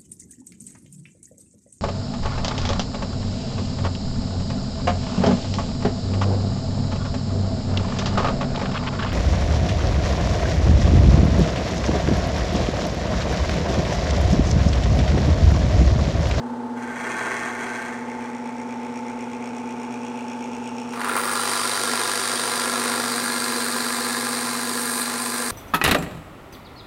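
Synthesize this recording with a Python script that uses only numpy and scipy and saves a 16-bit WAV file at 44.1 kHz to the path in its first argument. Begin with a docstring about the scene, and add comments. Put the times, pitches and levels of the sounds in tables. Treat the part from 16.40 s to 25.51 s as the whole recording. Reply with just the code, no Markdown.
"""Drill press and hole saw on plastic pipe.

A belt-driven drill press hums and throbs in a small workshop. Torque pulses rattle the quill as it
is fed down, and the splines tick as the spindle extends. Then a hole saw bites into a plastic pipe:
its teeth chip the wall turn after turn, the pipe resounds and the steel cup rings."""
import sys
import numpy as np
from scipy import signal
from scipy.fft import rfft, irfft, next_fast_len
from scipy.io import wavfile
from scipy.ndimage import uniform_filter1d, map_coordinates

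SR = 44100
rng = np.random.default_rng(int(sys.argv[2]) if len(sys.argv) > 2 else 0)


def digitize_waveform(pressure):
    """Quantize a signal to 16-bit integers and store it at the path in sys.argv[1].

    Rows of a 2-D input are taken as channels; values are limited to [-1, 1].
    """
    field = np.atleast_2d(pressure).T
    bounded = np.clip(field, -1, 1)
    quanta = np.round(bounded * 32767).astype(np.int16)
    wavfile.write(sys.argv[1], SR, quanta)


N = 401751
TIME = np.arange(N) / SR
PULSE_HZ = 119.985  # motor torque pulses
EXTEND_S = 1.43  # spindle starts to extend
TOUCH_S, CLAMP_ATTACK_S = 4.504, 0.58  # saw lands, clamping the frame
DEEPEN_S, DEEPEN_LENGTH_S = 6.2, 2.16  # deepening kerf loads the drive


# uneven teeth: place/turns, then level/dB of wall thump, cup ring, shallow chip, deep chip, scoring
TEETH = [(0.025, -2.0, -18.0, -7.0, -4.0, -11.0), (0.1, -8.0, -11.0, -10.0, -4.0, -10.0),
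         (0.205, -7.0, -1.0, -4.0, -6.0, -0.0), (0.23, -10.0, -7.0, -5.0, -4.0, -2.0),
         (0.28, -6.0, -7.0, -7.0, -4.0, -11.0), (0.355, -10.0, -4.0, -10.0, -4.0, -10.0),
         (0.445, -5.0, -1.0, -3.0, -3.0, -6.0), (0.47, -18.0, -1.0, 0.0, -6.0, -1.0),
         (0.485, 0.0, -18.0, -18.0, -5.0, -18.0), (0.56, -10.0, -12.0, -5.0, -4.0, -9.0),
         (0.705, -6.0, -1.0, -1.0, -1.0, 0.0), (0.77, -14.0, -2.0, -4.0, -2.0, -6.0),
         (0.84, -16.0, -11.0, -9.0, 0.0, -17.0), (0.93, -1.0, -2.0, -4.0, -2.0, -2.0),
         (0.975, -18.0, 0.0, -0.0, -3.0, -9.0), (0.99, -12.0, -1.0, -10.0, -4.0, -9.0)]
# chip spectra, shallow and deep kerf: f/Hz, level/dB
CHIPS_SHALLOW = [(100, -33), (1500, -10), (2500, -2), (3200, 0.5), (5000, 3.5), (6500, 1.5), (8000, 1.5),
                 (9000, 8), (10500, -4.5), (11400, -4), (13000, -27), (15800, -13)]
CHIPS_DEEP = [(100, -35), (1500, 0), (2500, -2.5), (3200, -14.5), (5000, -2), (6500, 0), (8000, 2),
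              (9000, 6), (10500, -4.5), (11400, -1), (13000, -25), (15800, -8)]
# tooth-point spectrum: f/Hz, level/dB
SCRATCH = [(4000, -29), (7500, -9), (8500, 17), (9500, 4), (11000, 9), (12500, -3), (13700, 0), (15800, 6)]
# singing mode of the cup: f/Hz, width/Hz, level/dB
CUP_NOTE = [(9566, 55, 0)]
# cup rubbing in the kerf: t/s, level/dB
BIND = [(8.25, -44), (8.42, -33), (8.63, -29), (8.69, -69), (8.8, -37), (8.93, -36), (9.11, -34)]
# modes of the rubbed cup: f/Hz, width/Hz, level/dB
SHRILL_MODES = [(4130, 130, -9), (4600, 300, -13), (8470, 110, -1), (8860, 140, 0), (9250, 220, -6),
                (9600, 200, -5), (11400, 500, -12)]

def hole_saw(chip_db=-30, steel_db=-32, sing_db=-41, score_db=-33, bind_db=0.5, score_decay_s=0.43):
    """Each tooth snaps off a chip and tears on briefly, ringing the saw's steel cup."""
    deep = ramp(6.06, 0.9)
    _, _, cup_db, shallow_db, deep_db, point_db = np.transpose(TEETH)
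    chips = np.sqrt(1 - deep) * coloured(scrape(shallow_db, drag=0.42), CHIPS_SHALLOW)
    chips += np.sqrt(deep) * coloured(scrape(deep_db, drag=0.84), CHIPS_DEEP)
    force = scrape(cup_db, drag=0.48)
    steel = amp(steel_db + deep - 3 * ramp(7.6, 0.98)) * cup_ring(force, deep)
    rasp = ramp(4.5, 0.59) * (amp(chip_db - 2.5 * deep) * chips + steel)
    # the cup sings until the kerf walls hold it
    singing = ramp(TOUCH_S, CLAMP_ATTACK_S) * amp(sing_db - 9 * deep + wobble(6.9))
    note = singing * resonate(force, CUP_NOTE)
    scoring = ramp(4.68, 0.09) * np.exp(-np.maximum(TIME - 4.815, 0) / score_decay_s)
    scratch = amp(score_db) * scoring * coloured(scrape(point_db, drag=0.1, life_s=0.001), SCRATCH)
    binding = during(BIND) * amp(bind_db + curves(BIND)[0])
    shrill = binding * resonate(scrape(deep_db, drag=0.45), SHRILL_MODES)
    return rasp + note + scratch + shrill


# cup modes by kerf depth: shallow f/Hz, deep f/Hz, width/Hz, shallow level/dB, deep level/dB
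CUP_MODES = [(3310, 3310, 60, -8, -24), (3760, 3770, 100, -2, -11), (3988, 3983, 130, -1, -6),
             (4140, 4170, 170, -6, 0), (4560, 4560, 230, -9, -2), (4705, 4760, 120, 0, -5),
             (5480, 5420, 170, -14, -12), (7080, 7060, 120, -14, -8), (8590, 8530, 200, -5, 0),
             (8770, 8810, 170, -2, -7), (9560, 9600, 140, -20, -8), (11200, 11330, 250, -22, -12),
             (11980, 11980, 100, -15, -22)]

def cup_ring(force, depth, drift=0.11, drift_hz=5):
    """The steel's ring shifts as the kerf grips and frees it."""
    shallow_hz, deep_hz, width_hz, shallow_db, deep_db = np.transpose(CUP_MODES)
    grip = np.clip(depth + drift * wobble(drift_hz), 0, 1)
    free = resonate(force, zip(shallow_hz, width_hz, shallow_db))
    held = resonate(force, zip(deep_hz, width_hz, deep_db))
    return unit((1 - grip) * free + grip * held)


def scrape(bite_db, drag, life_s=0.0023):
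    """Noise swells as each tooth sinks in, over the steady drag of the others."""
    tearing = dying(tooth_blows(bite_db, uneven_db=0.2), life_s)
    bites = unit(uniform_filter1d(tearing, size=SR // 700))
    return unit(np.hypot(bites, drag) * rng.standard_normal(N))


def tooth_blows(bite_db, uneven_db, scatter_turns=0.006):
    """One impulse per tooth per turn, scattered in place and strength."""
    turns = spindle_turns()
    place = np.arange(int(turns[-1]) + 1)[:, None] + np.transpose(TEETH)[0]
    place += scatter_turns * rng.standard_normal(place.shape)
    at = np.minimum(np.searchsorted(turns, place), N - 1)
    sizes = amp(bite_db + uneven_db * rng.standard_normal(at.shape))
    # the teeth of each turn share the feed force
    sizes = sizes / np.linalg.norm(sizes, axis=1, keepdims=True) * (at < N - 1)
    return np.bincount(at.ravel(), sizes.ravel(), N)


def spindle_turns(idle_hz=25.021, sag_from_s=4.91, sag_hz_per_s=0.094, max_sag_hz=0.315):
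    """Running turn count; the speed sags under load."""
    return np.cumsum(idle_hz - np.clip(sag_hz_per_s * (TIME - sag_from_s), 0, max_sag_hz)) / SR


# pipe modes: whole f/Hz, cut f/Hz, width/Hz, then level/dB at first bite, grooved, nearly cut
WALL_MODES = [(384, 380, 45, -14, -12, -18), (489, 485, 47, -11, -7, -9), (548, 542, 53, -13, -15, -26),
              (720, 720, 70, -20, -10, -18), (855, 850, 110, -13, -14, -15), (1010, 1028, 55, -3, -3, -4),
              (1110, 1090, 80, -6, -9, -22), (1186, 1172, 50, -4, -7, -4), (1290, 1290, 70, -11, -13, -14),
              (1360, 1375, 48, -2, -4, -8), (1610, 1590, 60, -13, -8, -9), (1660, 1655, 45, -16, -15, -7),
              (1865, 1855, 55, -13, -15, -18), (2070, 2090, 70, -21, -22, -21),
              (2350, 2360, 70, -18, -21, -20)]
# wall sound under hand pressure: t/s, level/dB
PRESSURE = [(4.58, -26), (4.71, -26.5), (5.1, -28), (5.22, -27.5), (5.35, -29), (5.46, -28), (5.64, -27.5),
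            (5.78, -29.5), (6.16, -29), (6.22, -27.5), (6.52, -27.5), (6.65, -29.5), (7.5, -30),
            (8.4, -32.5), (8.69, -31.5), (8.82, -32.5), (9.11, -31.5)]

def pipe_wall(pipe_db=0.5):
    """Teeth thump the hollow pipe: it howls at first, and its ring shifts as the wall thins."""
    press_db, = curves(PRESSURE)
    grooved, thin = ramp(5.05, 0.47), ramp(6.2, 1.95)
    blows = tooth_blows(np.transpose(TEETH)[1], uneven_db=-0.6, scatter_turns=0.009)
    tearing = unit(dying(blows, life_s=0.0014))
    force = 0.38 * unit(blows) + unit(np.hypot(tearing, 0.5) * grit(0.5))
    whole_hz, cut_hz, width_hz, first_db, grooved_db, cut_db = np.transpose(WALL_MODES)
    stages = [(1 - grooved, whole_hz, first_db),
              (grooved * (1 - thin), whole_hz, grooved_db),
              (thin, cut_hz, cut_db)]
    wall = sum(share * resonate(force, zip(hz, width_hz, db)) for share, hz, db in stages)
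    wall /= np.sqrt(np.abs(uniform_filter1d(wall ** 2, SR // 8)) + 1e-9)  # pressure alone sets the level
    wall = coloured(wall, [(120, -35), (330, 2), (1000, -2), (1600, 0), (2400, -2.5), (6000, -21.5)])
    return ramp(TOUCH_S, 0.21) * amp(pipe_db + press_db) * wall


# teeth catching before the cut takes hold: t/s, scratch level/dB, knock level/dB
CATCHES = [(4.535, -47, -20), (4.559, -42, -22), (4.575, -46, -24), (4.594, -38, -29), (4.606, -22, -21),
           (4.616, -36, -14), (4.633, -32, -34), (4.645, -17, -13), (4.656, -29, -19), (4.666, -31, -31),
           (4.6855, -17, -16), (4.692, -20, -28), (4.694, -30, -16), (4.705, -25, -26), (4.766, -15, -11),
           (4.776, -27, -17), (4.786, -19, -26)]

def first_catches(scratch_db=-7, knock_db=-6, ping_db=-15):
    """Lone teeth nick the pipe: a bright scratch, a knock of the wall, a ping of the cup."""
    at_s, nick_db, blow_db = np.transpose(CATCHES)
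    at = np.round(at_s * SR).astype(int)
    nicks, blows = np.bincount(at, amp(nick_db), N), np.bincount(at, amp(blow_db), N)
    hz, _, width_hz, db, _, _ = np.transpose(WALL_MODES)
    scratch = amp(scratch_db) * dying(nicks, life_s=0.0014) * coloured(grit(1), SCRATCH)
    knock = amp(knock_db) * dying(blows, life_s=0.0067) * resonate(grit(1), zip(hz, width_hz, db))
    knock = filtered(knock, lambda f: amp(along([(120, -38), (400, -3)], f)))
    ping = amp(ping_db) * dying(nicks, life_s=0.0059) * swing(CUP_NOTE[0][0] * TIME)
    return scratch + knock + ping


# chatter under hand feed: t/s, level/dB
FEED = [(0.372, -45), (0.664, -31), (0.82, -30), (0.94, -28), (1.1, -33), (1.44, -32.5), (1.566, -42.5),
        (1.682, -46.5), (1.9, -43)]
# quill modes and its clearest note: f/Hz, width/Hz, level/dB
QUILL_MODES = [(370, 150, -5), (700, 120, -8), (1020, 80, -12), (1130, 60, -6.5), (1260, 90, -8),
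               (1455, 55, -2), (1575, 60, 0), (1690, 100, -10), (1805, 60, 2), (1950, 100, -5),
               (2100, 130, -3), (2250, 80, -9), (2460, 90, -9), (2650, 120, -14), (3320, 120, -17)]
QUILL_NOTE = [(1555, 35, 0)]
# quill sizzle spectrum: f/Hz, level/dB
SIZZLE = [(1530, -13), (2600, -33), (3310, -3), (3590, -23), (3980, -9.5), (5100, -16.5), (6040, -6.5),
          (7750, -13), (8530, -8.5), (11000, -28), (13100, -28), (15000, -48)]

def quill(sizzle_db=-12, note_db=-40, ring_gate_db=3, hiss_gate_db=9):
    """Each torque pulse shakes the sliding quill in its bore."""
    feed_db, = curves(FEED)
    shake = 1 - 2 * (PULSE_HZ * TIME % 1)
    size = amp(1.95 * wobble(110))
    knocks = unit(size * (np.diff(shake, prepend=1) > 1))  # one hard contact per pulse
    rubbing = unit(grit(0.6) * size * amp(ring_gate_db * shake))
    ring = resonate(rubbing + 0.15 * knocks, QUILL_MODES)
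    ring = coloured(ring, [(150, 1), (350, 2), (1100, 5), (2200, -1.5), (3200, -14.5), (6000, -28)])
    hiss = coloured(grit(3) * size * amp(hiss_gate_db * shake), SIZZLE)
    note_gain = amp(note_db + 0.3 * (feed_db - feed_db.max())) * (1 - ramp(EXTEND_S, 0.08))
    note = note_gain * resonate(grit(0.91), QUILL_NOTE)
    return during(FEED) * (amp(feed_db) * (ring + amp(sizzle_db) * hiss) + note)


# spline tick spectrum: f/Hz, level/dB
TICK = [(2400, -31), (3000, -51), (3300, 10), (3650, -7), (5000, -4), (5500, 11), (6100, 4.5), (6800, 6),
        (7600, -1.5), (8500, 3), (11000, -20), (12500, -26), (14200, -14), (15500, -33)]

def splines(play_hz=64.085, ring_db=-47, tick_db=-57, growth_db=7.5, width_hz=640, fade_s=0.04):
    """Torque pulses and spindle play drift in and out of step, knocking the splines."""
    extension = ramp(EXTEND_S, 3.2)
    play, pulse = play_hz * TIME, PULSE_HZ * TIME
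    in_step = swing(2 * play - pulse)
    slack = (swing(play) + swing(pulse - play)) / 2
    knocks = amp(7 * swing(pulse) + 7 * slack + 2 * in_step + wobble(60))
    ring = 0
    # one broad resonance climbs as the spindle extends
    for stage, hz in enumerate(np.linspace(2000, 2620, 4)):
        mode = [(hz, width_hz, 0)]
        share = np.clip(1 - np.abs(3 * extension - stage), 0, 1)
        rubbing = grit(0.5) * knocks ** 0.4 * amp(2.2 * in_step)
        ring += np.sqrt(share) * resonate(resonate(rubbing, mode), mode)
    ticks = coloured(grit(0.5) * knocks, TICK)
    loose = ramp(EXTEND_S, fade_s) - ramp(TOUCH_S + fade_s, fade_s)  # the cut takes up the play
    return loose * (amp(ring_db) * ring + amp(tick_db + growth_db * extension) * ticks)


# belt and pulley drone: f/Hz, level/dB re hum
BELT = [(160.0, -27), (191.9, -27), (223.95, -23), (231.7, -23), (255.92, -8.5), (271.87, -24),
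        (351.0, -24), (459.3, -17), (482.6, -23), (502.8, -24)]
# magnetic buzz: multiple of PULSE_HZ, level/dB
MAINS = [(3, -20), (4, -12.5), (5, -22), (6, -16.5), (7, -14), (9, -21.5)]
# motor whine: shaft order, level/dB
WHINE = [(13, -51), (14, -72), (17, -54), (28, -52), (29, -45), (30, -40.5), (31, -61), (34, -75)]
# pulley and bearing spectrum: f/Hz, level/dB
RUMBLE = [(20, -50), (50, -14.5), (100, -16), (200, -8), (295, -7), (360, -2.5), (490, -1.5), (580, -8),
          (860, -3.5), (1150, -9), (1500, -10.5), (1750, -16.5), (2400, -25), (8500, -35), (15000, -57)]

def motor(buzz_db=-34, pulse_db=-52, rumble_db=-39, whine_load_db=-9, pulley_ratio=0.8444):
    """Mains hum and belt drone beat together over shaft whine and pulley rumble."""
    turns = spindle_turns() / pulley_ratio
    slip_hz = 0.014 + 0.3 * ramp(DEEPEN_S, DEEPEN_LENGTH_S)  # the belt lags more under load
    slip = np.cumsum(slip_hz) / SR
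    drone = sum(amp(db) * swing(hz * TIME - slip + 0.06 * wobble(3.6)) for hz, db in BELT)
    buzz = sum(amp(db) * swing(k * PULSE_HZ * TIME + rng.random() + 0.12 * wobble(9.2))
               for k, db in MAINS)
    hum = amp(hum_level_db()) * (swing(2 * PULSE_HZ * TIME) + drone)
    pulse = amp(pulse_db + wobble(4.3)) * swing(PULSE_HZ * TIME)
    whine = sum(amp(db + wobble(5.9)) * swing(k * turns + rng.random() + 0.025 * wobble(21))
                for k, db in WHINE)
    whine *= amp(whine_load_db * ramp(TOUCH_S, CLAMP_ATTACK_S))
    rumble = coloured(grit(0.43) * amp(swing(turns)), RUMBLE)
    return np.sqrt(2) * (hum + amp(buzz_db) * buzz + pulse + whine) + amp(rumble_db) * rumble


def hum_level_db(idle_db=-33.5, parked_db=2, feed_db=-7, clamp_db=-7, hold_s=0.91, late_db_per_s=-2.5):
    """Feeding and the first bite damp the frame's hum; it fades in the deep kerf."""
    chatter_db, = curves(FEED)
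    effort = amp(chatter_db - chatter_db.max()) * during(FEED)
    parked = 1 - ramp(FEED[0][0], 0.25)
    clamp = ramp(TOUCH_S, CLAMP_ATTACK_S) - ramp(TOUCH_S + CLAMP_ATTACK_S + hold_s, 0.37)
    bite_db = clamp * (clamp_db + 2.5 * wobble(11))
    late_s = np.maximum(TIME - DEEPEN_S - DEEPEN_LENGTH_S, 0)
    return idle_db + parked_db * parked + feed_db * effort + bite_db + late_db_per_s * late_s


# room decay: f/Hz, t60/s
ROOM = [(200, 0.054), (2000, 0.6), (12000, 0.075)]

def workshop(x):
    """The cluttered room answers briefly, longest in the midrange."""
    hz, t, noise = signal.stft(rng.standard_normal(SR // 2), SR, nperseg=256)
    _, tail = signal.istft(noise * amp(-60 * t / along(ROOM, hz)[:, None]), SR, nperseg=256)
    response = np.pad(tail / np.linalg.norm(tail), (SR // 250, 0))
    return signal.fftconvolve(x, response)[:N]


def amp(db):
    """Decibels to gain."""
    return 10 ** (np.asarray(db) / 20)


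def unit(x):
    """Scaled to rms 1."""
    return x / np.sqrt(np.mean(x ** 2) + 1e-20)


def swing(turns):
    """One cosine cycle per turn."""
    return np.cos(2 * np.pi * turns)


def ramp(start_s, length_s):
    """Linear rise from 0 to 1."""
    return np.clip((TIME - start_s) / length_s, 0, 1)


def along(points, hz):
    """(f/Hz, value) points interpolated on a log axis."""
    f, values = np.transpose(points)
    return np.interp(np.log(hz + 1), np.log(f + 1), values)


def curves(rows):
    """One value per sample for each column after t/s."""
    times_s, *columns = np.transpose(rows)
    return [np.interp(TIME, times_s, column) for column in columns]


def during(rows, fade_s=0.016):
    """1 while a table lasts, fading to 0 outside it."""
    return np.clip(1 + np.minimum(TIME - rows[0][0], rows[-1][0] - TIME) / fade_s, 0, 1)


def wobble(rate_hz):
    """Smooth random curve, rate_hz knots a second."""
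    return map_coordinates(rng.standard_normal(int(N * rate_hz / SR) + 4), [TIME * rate_hz])


def grit(spiky_db):
    """Noise whose tiny grains differ in size."""
    return unit(rng.standard_normal(N) * amp(spiky_db * wobble(SR / 16)))


def dying(blows, life_s):
    """Exponential decay after each blow."""
    return signal.lfilter([1], [1, -np.exp(-1 / (life_s * SR))], blows)


def filtered(x, response):
    """x through a complex frequency response."""
    size = next_fast_len(N + SR // 2)
    return irfft(rfft(x, size) * response(np.fft.rfftfreq(size, 1 / SR)), size)[:N]


def coloured(x, spectrum):
    """x shaped by (f/Hz, level/dB) points, at rms 1."""
    return unit(filtered(x, lambda f: amp(along(spectrum, f))))


def resonate(x, modes):
    """x through (f/Hz, width/Hz, level/dB) resonances, at rms 1."""
    def response(f):
        return sum(amp(db) * 1j * f * width / (hz * hz - f * f + 1j * f * width)
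                   for hz, width, db in modes)
    return unit(filtered(x, response))


def scene(room_db=-11):
    """Rattle and cut with their room sound, over the dry motor; mono."""
    work = quill() + splines() + first_catches() + pipe_wall() + hole_saw()
    return (motor() + work + amp(room_db) * workshop(work))[None]


def record(dry, top_hz=15800):
    """Brick-wall low-pass."""
    return np.array([filtered(x, lambda f: f < top_hz) for x in dry])


dry = scene()
out = record(dry)
digitize_waveform(out)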